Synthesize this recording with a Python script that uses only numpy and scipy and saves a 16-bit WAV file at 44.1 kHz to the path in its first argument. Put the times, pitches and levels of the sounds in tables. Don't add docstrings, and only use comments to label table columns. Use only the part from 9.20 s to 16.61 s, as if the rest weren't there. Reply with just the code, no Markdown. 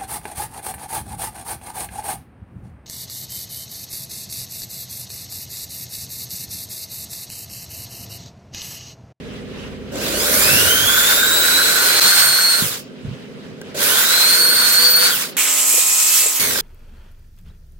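import sys
import numpy as np
from scipy import signal
from scipy.io import wavfile
from scipy.ndimage import uniform_filter1d

SR = 44100
rng = np.random.default_rng(int(sys.argv[2]) if len(sys.argv) > 2 else 0)


def log_audio(samples):
    frames = np.atleast_2d(samples).T
    limited = np.clip(frames, -1, 1)
    pcm = np.round(limited * 32767).astype(np.int16)
    wavfile.write(sys.argv[1], SR, pcm)


N = 326781
FAST_START_S, FAST_END_S, PACE = 6.168, 7.197, 5
LAG_SAMPLES = 5
CUTOFF_HZ = 15950
REFERENCE_TURNS_PER_S = 180

# start in seconds, goal in turns per s before PACE,
# time constant in seconds of the clock that PACE speeds up.
TRIGGER = [(0.712, 14, .004), (0.725, 187.4, .72), (2.816, 184.4, .057), (3.046, 181.4, .02),
           (3.393, -43, .21), (4.54, 36, .003), (4.55, 189.8, .184), (5.375, 184.4, .03),
           (5.538, 191, .056), (5.874, -43, .215), (6.1676, 104.5, .00003), (6.168, 195.8, .61),
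           (6.798, 214, 1.4), (7.07, -65, 1.2)]
# time in seconds, dB added to the rumble, to the rattle,
# to the whirr and hiss, to the whine.
LEVEL_CHANGES = [(0.7, 1.1, 0, 2.2, 3.5), (1.5, 3.5, 1, 3.1, -0.7), (1.62, -1, 1.5, 0, -1.5),
                 (2.26, -0.2, 3, 0.1, -1.3), (2.8, 0, -0.7, 1.5, -2.1), (2.95, -8.5, 0, 0.5, 0.5),
                 (3.36, -10.5, -2.5, -2, -1.5), (3.45, 2, -4, -1.4, -2.8), (4.52, -4, -7, -6.5, -8),
                 (4.6, -2.5, 1.5, 4, -7), (4.66, -2, -1.7, 4, -4), (5.0, -5, -3.5, 1, -0.2),
                 (5.25, -3, -2, -2, -0.8), (5.87, -12, -3, -0.1, -0.8), (5.95, -4, 1.5, -0.1, -0.5),
                 (6.1, 3, -1, -0.5, -5), (7.197, 2.5, -3, 2, 6.5), (7.41, 6, -4, 3, 5.5)]
# shaft multiple, dB under power at the reference speed, dB coasting at that speed,
# dB gained per doubling of speed.
TONES = [(23, -22, -27, 14), (24, -24.5, -29, -1), (48, -31.5, -35, 3), (72, -27.5, -31, 7),
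         (96, -23, -27, 11), (120, -23, -24, 14), (144, -29, -29, 9)]
# frequency in Hz, gain in dB.
CASING = [(900, -45), (1800, -22), (2200, -11), (2600, 1), (3800, 0), (4400, 4), (5000, 6), (6400, 0),
          (7200, 5), (8000, 0), (8900, 6), (9900, -1), (11000, 2), (12200, -1), (13500, 4), (15900, 2)]
SIDEBANDS = [(25, 1), (46, 0), (47, 0), (49, 0), (50, 0), (51, 0), (52, 0), (69, 0), (73, 3), (95, 4),
             (168, 6), (192, 6), (12, 0)]
FAST_SIDEBANDS = [(11.5, 0), (12.5, 0), (23, 1)]
SIDEBANDS_DB = [-12, -8, -17, -14, -16, -17, -17, -14, -11, -11, -2, -3, -19]
FAST_SIDEBANDS_DB = [-3, -2, -5]
# time in seconds, dB of shaft multiples 12, 24 and 2.57.
FAST_SPIN = [(6.168, -45, -23, -48), (6.24, -46, -27, -48), (6.37, -32, -65, -42), (6.57, -29, -65, -32),
             (7.0, -29, -65, -30), (7.08, -35, -45, -31), (7.13, -60, -23, -55), (7.197, -65, -23, -65)]
# time in seconds, level in dB.
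GEAR_TONE = [
    [(2.3, -52), (2.9, -48), (3.39, -49)],
    [(5.0, -50), (5.24, -30.5), (5.32, -50), (5.55, -47), (5.62, -28), (5.87, -30.5)],
]
# frequency in Hz and width in Hz before the caller's scaling, relative dB.
HOUSING = [(1427, 43, -8), (1529, 47, -0.5), (1582, 58, 0), (1774, 93, -8)]
# turns per s, rumble dB, gear rattle dB, whirr dB, fan hiss dB.
POWERED = [(6, -60, -80, -62, -85), (13, -31, -39, -45, -49), (22, -29.5, -42, -35, -48),
           (35, -28, -38, -32.5, -35.5), (60, -26.5, -35, -26.5, -28.5), (91, -26.5, -27, -22, -20),
           (132, -29.5, -22, -19.5, -19.5), (187, -29.5, -21.5, -16, -19.5)]
COASTING = [(14, -70, -90, -85, -90), (24, -60, -69, -71, -60), (38.8, -50, -58, -36, -35),
            (60.4, -43, -41, -25.5, -30), (118, -38, -30.5, -23, -17.5), (190, -25, -19.5, -15.5, -20.5)]
# time in seconds, rumble dB, gear rattle dB, whirr dB, hiss dB.
FAST_NOISE = [(6.168, -22.5, -41, -28, -20.5), (6.191, -24, -24, -26, -17.5),
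              (6.279, -23, -18, -21.5, -16.5), (6.5, -31.5, -17.5, -23.5, -16),
              (6.87, -31, -17, -21.5, -16.5), (6.99, -28, -18.5, -20, -13.5), (7.085, -31, -17, -24, -18),
              (7.163, -36, -35, -27.5, -22), (7.197, -32, -36, -33, -28)]
# frequency in Hz, relative density in dB per Hz.
RUMBLE = [(88, -40), (150, -5.5), (254, 0), (432, 1), (476, 6), (619, 1.5), (741, -19.5), (900, -12),
          (1170, -46), (1980, -120)]
WHIRR = [(350, -33), (600, -14.5), (877, -14), (1200, -7.5), (1510, -9), (2040, -7), (3020, -11.5),
         (3470, -6.5), (5070, -8.5), (6230, -12), (8000, -9.5), (10400, -59), (17600, -120)]
HISS = [(3530, -35), (6000, -5), (7470, -7), (8100, -3), (8650, 5), (9530, -1), (13300, 7.5), (15800, -6.5)]
FAST_RUMBLE = [(190, -25), (330, -9), (539, -10), (592, -6), (793, -17), (1040, -8), (1410, -2.5),
               (2500, 5.5), (4000, -3.5), (5200, -33), (8800, -120)]
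FAST_WHIRR = [(2060, -26), (3500, 6.5), (3760, -19.5), (4930, 3.5), (5900, -0.5), (7390, -19), (9500, -19),
              (12400, -39), (20900, -120)]
FAST_HISS = [(5000, -18), (8500, 12.5), (9410, -6), (12700, 3.5), (14000, -3), (15200, -5), (15800, -19)]
SHAKE_COLOUR = [(30, -30), (44, -9), (52, -13), (95, 3), (150, 0.5), (200, -16)]
AIR = [(82, -44), (140, -9.5), (269, -22), (315, -13), (334, -19.5), (407, -7), (468, -13.5), (538, -11.5),
       (630, -23.5), (1210, -24.5), (1310, -26), (1420, -23), (2320, -24.5), (2570, -21.5), (15800, -53.5)]
# frequency in Hz, left-right likeness.
LIKENESS = [(60, .05), (150, 0.47), (300, 1), (1000, 0.19), (3000, 0.059), (8000, 0.064), (15000, 0.11)]
# frequency in Hz, left minus right in dB.
LEAN = [(60, -5), (150, -1), (380, -2), (950, 0.5), (2380, -2.5), (5980, -0.5), (15000, -7)]
# start in seconds, crack peak in dB, dullness 0-1.
CLICKS = [(0.757, -17, .1), (1.098, -11, .6), (3.6983, -40, .9), (4.4144, -21, .5), (4.548, -26, .3),
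          (7.2525, -16, .6), (7.3047, -13, .5), (7.3563, -9, .6), (7.3876, -7.5, .65)]
# frequency in Hz, relative dB, 60 dB decay in seconds.
PLASTIC = [(650, -16.5, .03), (1420, -18.5, 0.066), (1600, 3, 0.039), (3273, -6, .015), (4786, -12, .012),
           (6200, -8, 0.012), (7600, 3, .01)]
# start in seconds, level in dB, lower pitch in Hz,
# 60 dB decay in seconds for a 120 Hz boom (shorter in proportion for higher pitch).
BUMPS = [(1.269, -23, 94.2, 0.12), (1.359, -10, 238, 0.092), (1.623, -14.5, 97, 0.1),
         (3.422, -2.5, 170, 0.048), (3.439, -15, 125, 0.12), (3.849, -10.5, 148, 0.06),
         (3.911, -13, 133, 0.11), (6.541, -11, 466, 0.062), (6.578, -15, 508, 0.18),
         (7.037, -20, 594, 0.12), (7.059, -16, 460, 0.17)]
# peak time in seconds, peak dB, rise and fall in seconds per 20 dB.
SHAKE = [(0.0, -39, .1, -2), (1.1, -36, .7, -2), (1.36, -25, 0.2, 0.3), (1.65, -35.5, .3, -0.3),
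         (3.09, -40, 0.22, 0.2), (3.45, -36, 0.088, 0.2), (3.88, -27, .07, 0.08), (4.36, -45, .6, 0.1),
         (4.67, -40, .4, .3), (6.02, -46, 0.22, 0), (7.25, -48, .12, .8)]
# time in seconds, cycles per s before PACE.
CYCLES_PER_S = [(0, 13.14), (2.8, 13.14), (2.85, 13.2), (7.41, 13.2)]
# multiple of the cycle rate, relative dB.
ENGINE = [(4, -50), (5, -53), (6, -50), (7, -52), (8, -57), (9, -48), (10, -54), (11, -50), (12, -52),
          (13, -46), (14, -49), (15, -48), (16, -43), (17, -51), (18, -51), (19, -43), (20, -44), (21, -60),
          (22, -50), (23, -55), (28, -52), (29, -49), (31, -47), (32, -52), (33, -51), (34, -56), (35, -52),
          (36, -50), (39, -50), (40, -53)]
# time in seconds, engine level dB, dB added to multiples under 10, room air dB.
IDLE = [(0, 1.5, 0, -36.5), (.7, 1.5, 0, -36.5), (1.2, -0.5, 6, -43), (2.8, -12.5, 9, -43),
        (2.85, -9, -12, -34), (3.4, -11, -14, -45), (3.7, -2.5, -15, -39.5), (4.5, -1, -15, -37.5),
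        (4.7, -8, -17, -45.5), (6.16, -4.5, -30, -36.5), (6.17, 3, 0.5, -69), (7.195, 0, -2, -71),
        (7.2, 0.5, 0, -31), (7.41, -3, -3, -38)]
# start in seconds, starting gain in dB, recovery in seconds.
DROPOUT = (2.7992, -27, 0.018)


def amp(db):
    return 10 ** (np.asarray(db) / 20)


def rms_one(x):
    return x / np.sqrt(np.mean(x ** 2) + 1e-20)


def in_time(tables, silent):
    t = np.arange(N) / SR
    out = np.full((len(tables[0][0]) - 1, N), float(silent))
    for rows in tables:
        s, *columns = np.transpose(rows)
        on = (t >= s[0]) & (t <= s[-1])
        out[:, on] = [np.interp(t[on], s, c) for c in columns]
    return out


def at_hz(points, hz):
    x, y = np.array(points)[:, 0], np.array(points)[:, 1]
    return np.interp(np.log(hz), np.log(x), y)


def drift(rate_hz):
    r = np.exp(-80 * np.pi * rate_hz / SR)
    white = rng.standard_normal(N // 40 + 2002)
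    slow = signal.lfilter([1], [1, -2 * r, r * r], white)[2000:]
    return np.interp(np.arange(N) / 40, np.arange(len(slow)), rms_one(slow))


def ring(x, hz, width_hz):
    r, w = np.exp(-np.pi * width_hz / SR), 2 * np.pi * hz / SR
    return signal.lfilter([0, np.sin(w)], [1, -2 * r * np.cos(w), r * r], x + 1e-18)


def shaft():
    t = np.arange(N + 1) / SR
    lived_s = t + (PACE - 1) * np.clip(t - FAST_START_S, 0, FAST_END_S - FAST_START_S)
    speed, powered = np.zeros(N + 1), np.zeros(N + 1, bool)
    starts = [int(s * SR) for s, _, _ in TRIGGER] + [N]
    for (_, goal, lag_s), a, b in zip(TRIGGER, starts, starts[1:]):
        remaining = np.exp((lived_s[a] - lived_s[a:b + 1]) / lag_s)
        speed[a:b + 1] = np.maximum(goal + (speed[a] - goal) * remaining, 0)
        powered[a:b] = goal > 0
    return speed[:N], uniform_filter1d(1. * powered[:N], size=600)


def tone_levels(speed, power):
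    _, on_db, off_db, slope_db = np.transpose(TONES)[:, :, None]
    octaves = np.log2((speed + .01) / REFERENCE_TURNS_PER_S)
    level_db = power * on_db + (1 - power) * off_db + slope_db * octaves
    return np.where(speed > 8, level_db, -120)


def whine(turns_per_s, levels_db, multiples, sidebands, sidebands_db, waver_db, sway, casing=None):
    on = np.flatnonzero(levels_db[0] > -100)
    few = on[::16]
    turns = np.cumsum(turns_per_s[on] * (1 + .001 * drift(40)[on])) / SR
    lines = [(m, k, 0) for k, m in enumerate(multiples)]
    lines += [(*s, db) for s, db in zip(sidebands, sidebands_db)]
    out = np.zeros((2, N))
    for multiple, column, relative_db in lines:
        hz = multiple * turns_per_s[few]
        casing_db = at_hz(casing, hz) if casing else 0
        line_db = levels_db[column][few] + relative_db + casing_db + waver_db * drift(18)[few]
        level = 2 * amp(line_db) * (hz < CUTOFF_HZ)
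        angle = 1.0 + sway * drift(4)[few]
        phase = 2 * np.pi * (multiple * turns + rng.random())
        sides = level * [np.cos(angle), np.sin(angle)]
        left, right = np.repeat(sides, 16, axis=1)[:, :len(on)]
        out[:, on] += [left * np.sin(phase), right * np.cos(phase)]
    return out


def walls(x, echo_db):
    out = x.copy()
    for k, lag_s in enumerate([.011, .019, .031, .044, .062]):
        lag = int(lag_s * SR)
        out[:, lag:] += (-1) ** k * amp(echo_db - 90 * lag_s) * x[::-1, :-lag]
    return out


def gear_rattle(level_db, knocks_per_s, pace, spread_db, widen):
    knocking = rng.random(N) < knocks_per_s * pace / SR
    sizes = amp(spread_db * np.minimum(rng.exponential(1, N), 4)) * knocking
    common = sizes * rng.choice([-1, 1], N)
    out = []
    for side in range(2):
        knocks = common + .5 * np.roll(common, 300 + 170 * side)
        modes = [amp(db) * (-1) ** k * ring(knocks, hz * pace, width_hz * pace * widen)
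                 for k, (hz, width_hz, db) in enumerate(HOUSING)]
        out.append(sum(modes))
    return amp(level_db) * rms_one(np.array(out))


def drill_noise(speed, power):
    on_db, off_db = [np.array([at_hz(np.array(rows)[:, [0, k]], speed + .01) for k in range(1, 5)])
                     for rows in (POWERED, COASTING)]
    return power * on_db + (1 - power) * off_db


def banded_noise(layers, patchy_db, wobble, pace):
    edges = 40 * 2 ** np.arange(-1 / 3, 9.1, 1 / 3)
    mids, widths = np.sqrt(edges[1:] * edges[:-1]), np.diff(edges)
    white, out, step = rng.standard_normal((2, 2, N)), 0, 32
    shares = []
    for colour, level_db in layers:
        inside = (mids > colour[0][0]) & (mids < 1.2 * colour[-1][0])
        power = amp(2 * at_hz(colour, mids)) * widths * inside
        shares.append(np.outer(power / power.sum(), amp(2 * level_db[::step])))
    gains = np.sqrt(sum(shares))
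    for k, hz in enumerate(mids):
        band = signal.butter(2, edges[k:k + 2], "band", fs=SR, output="sos")
        mid, side = signal.sosfilt(band, white[k % 2]) * np.sqrt(SR / 4 / widths[k])
        alike = np.where(pace > 1, *np.clip(at_hz(LIKENESS, [hz / PACE, hz]), 0, 1))
        gain = np.repeat(gains[k], step)[:N] * amp(patchy_db * drift(16.0))
        if hz > 700:
            gain = gain * wobble
        lean = amp(at_hz(LEAN, hz) / 2 * np.array([[1], [-1]]))
        stereo = np.sqrt(1 + alike) * mid + np.sqrt(1 - alike) * side * [[1], [-1]]
        out = out + gain * lean * stereo
    return out


def clicks():
    hits = np.zeros(N)
    cracks = rng.standard_normal((len(CLICKS), 300)) * np.exp(-np.arange(300) / 110)
    for (s, db, dull), crack in zip(CLICKS, cracks):
        dull = np.clip(dull, 0, .95)
        crack = signal.lfilter([1], [1, -dull], crack)
        hits[int(s * SR):][:300] += amp(db) * crack / np.abs(crack).max()
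    rings = sum(amp(db - 29) * ring(hits, hz, np.log(1000) / np.pi / max(t60_s, .005))
                for hz, db, t60_s in PLASTIC)
    return signal.sosfilt(signal.butter(2, 300, "high", fs=SR, output="sos"), hits + rings)


def bumps():
    out = np.zeros(N)
    for s, db, hz, decay_s in BUMPS:
        t = np.arange(min(int(.3 * SR), N - int(s * SR))) / SR
        boom = np.sin(2 * np.pi * hz * t) + 0.61 * np.sin(2 * np.pi * 1.29 * hz * t)
        decay = amp(db - 60 * t * hz / 120 / max(decay_s, .02))
        out[int(s * SR):][:len(t)] += decay * (1 - np.exp(-t * hz)) * boom
    return out


def shake():
    t = np.arange(N) / SR
    jolts = []
    for s, db, rise_s, fall_s in SHAKE:
        drop = np.where(t < s, (s - t) / max(rise_s, .01), (t - s) / max(fall_s, .01))
        jolts.append(db - 20 * drop)
    return np.max(jolts, axis=0)


def engine(cycles_per_s, level_db, bass_db):
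    cycles, out = np.cumsum(cycles_per_s) / SR, np.zeros((2, N))
    for multiple, db in ENGINE:
        low_db, lean_db, waver_db = (bass_db, -2.5, 2.6) if multiple < 10 else (0, -.7, 1.2)
        phase = 2 * np.pi * rng.random() + .6 * rng.standard_normal((2, 1))
        gain = amp(db + low_db + waver_db * drift(3) + [[lean_db], [-lean_db]])
        out += gain * np.sin(2 * np.pi * multiple * cycles + phase)
    return np.sqrt(2) * amp(level_db) * out


def scene():
    t = np.arange(N) / SR
    fast = (t >= FAST_START_S) & (t < FAST_END_S)
    pace = np.where(fast, PACE, 1)
    speed, power = shaft()
    turns_per_s = pace * speed
    change_db = in_time([LEVEL_CHANGES], 0)

    tones_db = np.where(fast, -120, tone_levels(speed, power) + change_db[3])
    motor = whine(turns_per_s, tones_db, [row[0] for row in TONES], SIDEBANDS, SIDEBANDS_DB,
                  waver_db=3.4, sway=.3, casing=CASING)
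    motor += whine(turns_per_s, in_time(GEAR_TONE, -120), [2.6], [], [], waver_db=1.5, sway=.1)
    fast_motor = whine(turns_per_s, in_time([FAST_SPIN], -120), [12, 24, 2.57],
                       FAST_SIDEBANDS, FAST_SIDEBANDS_DB, waver_db=1.2, sway=.15)

    drill_db = drill_noise(speed, power) + change_db[[0, 1, 2, 2]]
    rumble_db, rattle_db, whirr_db, hiss_db = np.where(fast, -120, drill_db)
    fast_rumble_db, fast_rattle_db, fast_whirr_db, fast_hiss_db = in_time([FAST_NOISE], -120)
    gears = gear_rattle(rattle_db, 750, 0.97, spread_db=4.5, widen=1.57)
    gears += gear_rattle(fast_rattle_db, 400, PACE, spread_db=3.0, widen=2.2)

    turns = np.cumsum(turns_per_s) / SR
    flutter = amp(0.34 * drift(27) + 1.55 * drift(3.5))
    wobble = (1 + 0.15 * np.sin(2 * np.pi * turns)) * flutter
    idle_db, bass_db, air_db = in_time([IDLE], 0)
    shake_db = np.where(fast, -120, shake())
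    layers = [(RUMBLE, rumble_db), (WHIRR, whirr_db), (HISS, hiss_db), (FAST_RUMBLE, fast_rumble_db),
              (FAST_WHIRR, fast_whirr_db), (FAST_HISS, fast_hiss_db), (AIR, air_db),
              (SHAKE_COLOUR, shake_db)]
    noise = banded_noise(layers, patchy_db=1.29, wobble=wobble, pace=pace)

    handling = bumps() * amp([[-4.5], [2.5]]) + clicks()
    far_engine = engine(pace * in_time([CYCLES_PER_S], 0)[0], idle_db, bass_db)
    left, right = noise + gears + far_engine + handling
    late = np.maximum(np.arange(N) - LAG_SAMPLES // pace, 0)
    mix = np.array([left[late], right]) + walls(motor, echo_db=-8) + fast_motor

    dip_s, depth_db, recovery_s = DROPOUT
    dip = np.where(t < dip_s, 1, np.clip(amp(depth_db) + (t - dip_s) / recovery_s, 0, 1))
    return dip * mix


def record(dry):
    steep = signal.ellip(16, .5, 68, CUTOFF_HZ, fs=SR, output="sos")
    return signal.sosfilt(steep, 1.007 * np.tanh(dry / 1.122))


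dry = scene()
out = record(dry)
log_audio(out)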